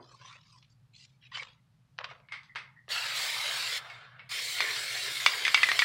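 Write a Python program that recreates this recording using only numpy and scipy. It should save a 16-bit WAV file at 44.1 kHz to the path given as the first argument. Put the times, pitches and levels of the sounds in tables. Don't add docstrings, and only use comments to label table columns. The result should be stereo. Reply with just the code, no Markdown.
import sys
import numpy as np
from scipy import signal
from scipy.fft import rfft, irfft
from scipy.io import wavfile
from scipy.ndimage import uniform_filter1d

SR = 44100
rng = np.random.default_rng(int(sys.argv[2]) if len(sys.argv) > 2 else 0)


def waveform_to_disk(signal):
    frames = np.transpose(np.atleast_2d(signal))
    scaled = np.clip(frames, -1, 1) * 32767
    samples = np.round(scaled).astype(np.int16)
    wavfile.write(sys.argv[1], SR, samples)


def magnitude_from_level(level_db):
    exponent = np.asarray(level_db, float) / 20
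    return 10 ** exponent


N = 257544
FRAME, HOP = 512, 128
HZ = np.fft.rfftfreq(FRAME, 1 / SR)[:, None]


def evened(x):
    return x / np.sqrt(np.mean(abs(x) ** 2) + 1e-20)


def evened_level(db):
    return np.sqrt(np.mean(magnitude_from_level(db) ** 2))


def read(points, hz):
    f, value = np.transpose(points)
    return np.interp(np.log(hz + 1), np.log(f + 1), value)


def add(mix, s, sound):
    part = mix[round(s * SR):][:len(sound)]
    part += sound[:len(part)]


def resonate(x, hz, width):
    r = np.exp(-np.pi * width / SR + 2j * np.pi * hz / SR)
    return 2 * signal.lfilter([1 - abs(r)], [1, -r], x).real


def controls(rows):
    s, *columns = np.transpose(rows)
    t = np.arange(s[0], s[-1] + HOP / SR, HOP / SR)
    return s[0], [np.interp(t, s, c) for c in columns]


def shaped(source, gain):
    z = signal.stft(source, nperseg=FRAME, noverlap=FRAME - HOP)[2][:, :gain.shape[1]]
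    return signal.istft(z * gain, nperseg=FRAME, noverlap=FRAME - HOP)[1]


def patches(frames, wide, long):
    field = rng.standard_normal((frames, len(HZ))).T
    return evened(uniform_filter1d(uniform_filter1d(field, wide, 0), long, 1))


def shelf(hz, octaves):
    return .5 + .5 * np.tanh(np.log2((HZ + 1) / hz) / octaves)


def bump(hz, width):
    return 1 / (1 + ((HZ - hz) / width) ** 2)


def grainy(n, per_s, spread_db, share):
    size = magnitude_from_level(spread_db * np.minimum(rng.exponential(1, n), 4))
    clicks = size * (rng.random(n) < per_s / SR) * rng.choice([-1, 1], n)
    return evened((1 - share) * rng.standard_normal(n) + share * evened(clicks))


def burst(t60, edge):
    t = np.arange(round(.3 * SR)) / SR
    return (rng.standard_normal(len(t)) + edge * (t == 0)) * magnitude_from_level(-60 * t / t60)


def valve_press(opened, shut, away_db, hand):
    after_s = 0.74
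    t = np.arange(opened, min(shut + after_s, N / SR + .03), .004)
    s, flow_db, turn = np.transpose(hand)
    turn = np.interp(t, s, turn)
    closed = np.clip((t - shut) / 0.031, 0, 1)
    after = np.maximum(t - shut, 0)
    flow_db = np.interp(t, s, flow_db) - 14 * np.clip(1 - (t - opened) / .028, 0, 1)
    flow_db = flow_db - 13 * closed - 3 * after - 64 * after ** 2
    fizz_db = -12 + 16 * turn - 8 * closed - 36 * after
    reach_s = 0.42
    away = np.clip(2 - 2 * (t - opened) / reach_s, 0, 1)
    roar_db = -14.5 - turn + 8 * closed + away_db * away
    nozzle_hz = 4640 - 170 * (t - opened)
    return np.transpose([t, flow_db, fizz_db, roar_db, nozzle_hz])


def jet(rows, can_db, flutter_db):
    # pitch_hz, level_db (per Hz)
    jet_colour = [(150, -43), (250, -30.5), (319, -33.5), (451, -14.5), (1000, -11), (2120, -3.5),
                  (2390, -6), (2750, -3), (4400, -3), (6110, -16), (7530, -14.5), (12000, -26),
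                  (15100, -25.5), (15900, -26)]
    # time_s, delay_ms
    detour = [(2.9, 0.57), (3.2, 0.94), (3.5, 1), (3.75, 0.55), (4.3, 0.57), (4.55, 0.52), (5.1, 0.53),
              (5.45, 0.6), (5.84, 0.7)]
    s, (flow_db, fizz_db, roar_db, nozzle_hz) = controls(rows)
    frames = len(flow_db)
    colour_db = read(jet_colour, HZ) + (fizz_db + 9) * shelf(4170, 0.78)
    colour_db = colour_db + (roar_db + 16.5) * (1 - shelf(1760, 0.11))
    colour_db = colour_db + 0.78 * bump(nozzle_hz, 146)
    colour_db = colour_db + can_db * bump(2170, 210) + flutter_db * bump(375, 58)
    colour_db = colour_db + 3.0 * patches(frames, 2, 26) + 0.86 * patches(frames, 120, 3)
    delay = np.interp(s + np.arange(frames) * HOP / SR, *np.transpose(detour)) / 1000
    near_echo = .2 * np.exp(2j * np.pi * HZ * delay)
    far_echo = .25 * np.exp(2j * np.pi * HZ * (delay + .0023))
    gain = magnitude_from_level(colour_db) * abs(1 + near_echo + far_echo) / evened_level(read(jet_colour, HZ))
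    droplets = grainy(frames * HOP, 6000, 0.8, 0.45)
    hiss = shaped(droplets, gain)
    flow = magnitude_from_level(np.interp(np.arange(len(hiss)) / HOP, np.arange(frames), flow_db))
    return s, hiss * flow * signal.windows.tukey(len(hiss), .006)


def spray_bursts(mix):
    # open_s, shut_s, can_ring_db, paper_flutter_db, roar_before_paper_db
    presses = [
        (2.886, 3.778, 4, -2.5, 0.5),
        (4.289, 5.9, 7.5, 12.5, -3.5),
    ]
    # time_s, valve_flow_db, nozzle_turn (-1..1, to the microphone)
    hands = [
        [(2.9, -38, 0.38), (2.96, -36, 0.23), (3.13, -37, 0.12), (3.17, -37, 0.64), (3.4, -35.5, 0.26),
         (3.56, -35.5, 0.33), (3.77, -37, 0.33)],
        [(4.3, -40.5, 0.49), (4.38, -38, 0.45), (4.53, -42, .9), (4.62, -36.5, 0.21), (4.72, -38, 0.43),
         (4.95, -40, 0.57), (5.25, -41, 0.72), (5.45, -39, 0.31), (5.84, -38, 0.54)],
    ]
    for (opened, shut, can_db, flutter_db, away_db), hand in zip(presses, hands):
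        add(mix, *jet(valve_press(opened, shut, away_db, hand), can_db, flutter_db))


def nozzle_whistles(mix):
    # start_s, length_s, pitch_hz, level_db
    whistles = [
        (2.9, 0.064, 4450, -33),
        (3.15, 0.046, 4050, -35.5),
        (3.2, 0.038, 3800, -43),
    ]
    for s, length, hz, db in whistles:
        n = round(length * SR)
        tone = evened(resonate(rng.standard_normal(n), hz, 70))
        add(mix, s, magnitude_from_level(db) * tone * np.hanning(n))


def clack(s, db, hz, low_db, high_db, t60, crack_t60, rattle_db):
    # pitch_hz, level_db (per Hz)
    crack_colour = [(120, -11), (200, -14.5), (531, -8.5), (1020, 0), (1540, -3), (2280, -3.5),
                    (5740, -19.5), (7560, -92), (9600, -14.5), (12000, -83), (15600, -78), (22000, -120)]
    # pitch_multiple, width_hz, level_db
    low_ring = [(0.878, 117, -6.5), (1.002, 78, -1), (1.2, 200, -2)]
    # pitch_hz, width_hz, level_db
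    high_ring = [(3470, 336, -1.5), (4600, 690, -1.5), (6160, 190, -18.5), (7820, 480, -18.5)]
    colour_db = 2 * read(crack_colour, HZ) + (high_db - 14) * shelf(6200, .2) - 22 * (1 - shelf(1050, .4))
    taps = signal.minimum_phase(signal.firwin2(511, HZ[:, 0], magnitude_from_level(colour_db)[:, 0], fs=SR))
    hit = burst(crack_t60, edge=9) + magnitude_from_level(rattle_db) * burst(t60, edge=9)
    crack = np.convolve(hit, taps)[:-len(taps) + 1]
    sound = crack / abs(crack).max()
    modes = [(k * hz, w, d + low_db) for k, w, d in low_ring]
    modes += [(f, w, d + high_db) for f, w, d in high_ring]
    for f, width, mode_db in modes:
        ring = burst(t60, edge=20.3)
        for spread in (1, 4, 8):
            ring = resonate(ring, f, spread * width)
        sound = sound + magnitude_from_level(mode_db) * ring / abs(ring).max()
    return s + .0007, magnitude_from_level(db) * sound


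def ball_clacks(mix):
    # start_s, peak_db, low_ring_hz, low_ring_db, high_ring_db
    loose = [(2.286, -43, 2170, -9.5, -31), (2.3212, -29.5, 2020, -9.5, -7.5), (2.34, -32, 2280, -17, -30),
             (2.4318, -47, 2180, -26, -2.5), (2.5575, -22.5, 2140, -12.5, -13.5),
             (2.5975, -41, 2130, -19, -35), (3.8992, -38.5, 2150, -1.5, -3),
             (4.1938, -37.5, 2200, -6.5, -51), (4.2444, -83, 2090, -3, -27)]
    # start_s, peak_db, low_ring_hz, low_ring_db, high_ring_db
    swung = [(4.584, -30.5, 2180, -0.5, -2), (4.6044, -11, 2315, -13.5, -7),
             (5.2616, -4.5, 2290, -6.5, -3.5), (5.3352, -22.5, 1850, -4.5, -16),
             (5.365, -41, 2170, -13, -12), (5.4501, -24, 2060, 7, 6), (5.4658, -19, 1825, -5, -1.5),
             (5.4791, -11, 1855, -13.5, -7), (5.544, -6.5, 2286, -6.5, -2.5),
             (5.5743, -19.5, 2070, -4, -26), (5.6309, -9, 1996, -2.5, -6), (5.6878, -13, 1870, -6.5, -6),
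             (5.7157, -11.5, 2063, -9, -8.5), (5.791, -9.5, 2220, -8, -1.5), (5.82, -10.5, 1920, -4, -12)]
    for row in loose:
        add(mix, *clack(*row, t60=.238, crack_t60=.03, rattle_db=1))
    for row in swung:
        add(mix, *clack(*row, t60=.073, crack_t60=.014, rattle_db=-17))


def ball_rolls(mix):
    # peak_s, level_db, pitch_hz
    rolls = [(2.232, -62, 2180), (2.326, -31.5, 2150), (2.4, -61, 2060), (2.5, -45.5, 1990),
             (2.59, -50, 2110), (2.66, -51, 2110), (2.771, -48, 1910)]
    rise_s, fall_s, ends_db = .02, 0.12, -24
    for at, peak_db, hz in rolls:
        swell = [(at - rise_s, peak_db + ends_db / 2), (at, peak_db), (at + fall_s, peak_db + ends_db)]
        s, (db,) = controls(swell)
        gain = magnitude_from_level(db + 12.5) * bump(hz, 160) ** 2 * signal.windows.tukey(len(db), .2)
        add(mix, s, shaped(grainy(len(db) * HOP, 630, 3., 0.53), gain))


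def stroke(s, length, db, bright_db, dull_db):
    end, lift_s, settle_s = s + length, 0.006, 0.167
    shape = [(s, -11), (s + .3 * length, 0), (end, 0), (end + lift_s, -8), (end + lift_s + settle_s, -37)]
    return [(t, db + d, bright_db, dull_db) for t, d in shape]


def rub(rows):
    # pitch_hz, level_db (per Hz)
    paper_colour = [(180, -65), (300, -108), (457, 12), (719, -15), (1050, 4), (1400, -9.5), (2000, -16),
                    (4730, -19), (8910, -39.5), (11000, -62), (14300, -77), (22000, -120)]
    s, (rub_db, bright_db, dull_db) = controls(rows)
    frames = len(rub_db)
    colour_db = read(paper_colour, HZ) + (bright_db - 2.5) * shelf(3760, 0.38)
    colour_db = colour_db + np.minimum(dull_db, -6) * (1 - shelf(1394, 1.0))
    blob_db = min(frames / 90, 1) ** 2 * 7.2
    colour_db = colour_db + blob_db * patches(frames, 2, 18) + 2.8 * patches(frames, 150, 2)
    gain = magnitude_from_level(colour_db + rub_db) / evened_level(read(paper_colour, HZ))
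    gain = gain * signal.windows.tukey(frames, .08)
    return s, shaped(grainy(frames * HOP, 1500, 4.1, 0.46), gain)


def foam_strokes(mix):
    # start_s, length_s, rubbing_db, brightness_db, dull_body_db
    strokes = [(0, 0.17, -63.5, 11.5, 2), (0.159, 0.17, -46, -4, -30), (0.243, 0.12, -40.5, -5.5, -35),
               (0.429, .16, -62.5, 12, -14.5), (0.618, 0.037, -45.5, -17, -62),
               (.69, 0.039, -73, 19.5, -14), (0.928, 0.13, -46, 1.5, -53), (1.203, 0.07, -40.5, -20, -53),
               (1.312, 0.12, -30.5, -9.5, -31.5), (1.993, 0.027, -43, -13, -5),
               (2.033, 0.017, -25.5, -22, -39), (2.083, 0.047, -39, -12, -32)]
    for row in strokes:
        add(mix, *rub(stroke(*row)))


def snap(s, db, hz, t60):
    sound = resonate(resonate(burst(t60, edge=5), hz, 1.2 * hz), hz, 2.5 * hz)
    band = signal.butter(5, (.3 * hz, 5600), "band", fs=SR, output="sos")
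    sound = signal.sosfilt(band, sound)
    return s, magnitude_from_level(db) * sound / abs(sound).max()


def paper_and_table_hits(mix):
    # start_s, peak_db, colour_hz,
    # t60_s
    snaps = [(0.328, -45, 4600, 0.021), (0.362, -65, 3110, 0.022), (0.627, -48.5, 2990, 0.031),
             (0.984, -54, 3520, 0.028), (1.049, -48, 4850, 0.027), (1.316, -48, 2450, 0.029),
             (1.338, -41, 2020, 0.087), (1.372, -28.5, 2270, 0.045), (1.431, -34.5, 2500, 0.03),
             (2.009, -33, 1480, 0.03), (2.043, -27.5, 2010, 0.044), (2.112, -38, 1110, 0.066),
             (2.201, -48.5, 1190, 0.016), (2.551, -38.5, 1280, 0.06), (2.881, -38.5, 1260, 0.018),
             (4.19, -48, 1290, .06),
             (1.9815, -40, 2400, .014),
        (1.9876, -24, 1600, .02),
    ]
    for row in snaps:
        add(mix, *snap(*row))
    add(mix, *snap(0, db=-44, hz=400, t60=.12))


def room(x):
    # pitch_hz, t60_s
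    decay = [(300, 1), (2000, 0.35), (8000, 0.1)]
    taps = np.zeros(SR // 2)
    at = np.arange(200, len(taps) - 20, 20)
    taps[at + rng.integers(0, 20, len(at))] = rng.choice([-1., 1.], len(at))
    hz, t, z = signal.stft(taps, SR, nperseg=256)
    tail = signal.istft(z * magnitude_from_level(-60 * t / read(decay, hz)[:, None]), SR, nperseg=256)[1]
    return signal.fftconvolve(x, tail / np.linalg.norm(tail))[:N]


def gated(x):
    threshold_db, depth_db = -90.5, 39
    z = signal.stft(x, nperseg=FRAME, noverlap=FRAME - HOP)[2]
    power_db = 10 * np.log10(signal.lfilter([.12], [1, .12 - 1], abs(z) ** 2) + 1e-20)
    tilt_db = 4.5 * np.log2(HZ / 2000 + 0.12)
    shut = .5 - .5 * np.tanh((power_db - threshold_db + tilt_db) / 2.0)
    return signal.istft(z * magnitude_from_level(-depth_db * shut), nperseg=FRAME, noverlap=FRAME - HOP)[1][:N]


def coloured_noise(points):
    hz = np.fft.rfftfreq(N, 1 / SR)
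    return evened(irfft(rfft(rng.standard_normal(N)) * magnitude_from_level(read(points, hz)), N))


def room_tone():
    # pitch_hz, level_db (per Hz)
    rumble = [(15, -69), (25, -36), (45, -20), (91, -19.5), (103, -11), (124, -2), (156, -12), (173, -17),
              (231, -25), (300, -33), (390, -84), (660, -120)]
    # pitch_hz, level_db (per Hz)
    faint_hiss = [(200, -26), (300, 1), (1200, 2), (2000, -2), (4500, -5), (6500, -11), (12000, -16),
                  (16000, -28)]
    # pitch_hz, width_hz, level_db
    hum = [(110.5, 5.6, -76), (157, 5, -82)]
    t = np.arange(N) / SR
    tone = magnitude_from_level(-64.5) * coloured_noise(rumble) + magnitude_from_level(-79) * coloured_noise(faint_hiss)
    for hz, width, db in hum:
        waver = evened(resonate(resonate(rng.standard_normal(N), hz, width), hz, width))
        tone = tone + magnitude_from_level(db) * (np.sin(2 * np.pi * hz * t) + 0.42 * waver)
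    return tone


def scene():
    steady, hits = np.zeros(N), np.zeros(N)
    spray_bursts(steady)
    nozzle_whistles(steady)
    ball_clacks(hits)
    ball_rolls(steady)
    foam_strokes(steady)
    paper_and_table_hits(hits)
    low_cut = signal.butter(3, 260, "high", fs=SR, output="sos")
    near = signal.sosfilt(low_cut, steady + hits + magnitude_from_level(-14) * room(hits))
    return np.tile(gated(near) + room_tone(), (2, 1))


def low_pass(x):
    return signal.sosfilt(signal.butter(12, 17060, fs=SR, output="sos"), x)


def record(dry):
    limit = signal.firwin(401, 15950, window=("kaiser", 9), fs=SR)
    mix = signal.oaconvolve(dry, limit[None], "same")
    return low_pass(mix)


dry = scene()
out = record(dry)
waveform_to_disk(out)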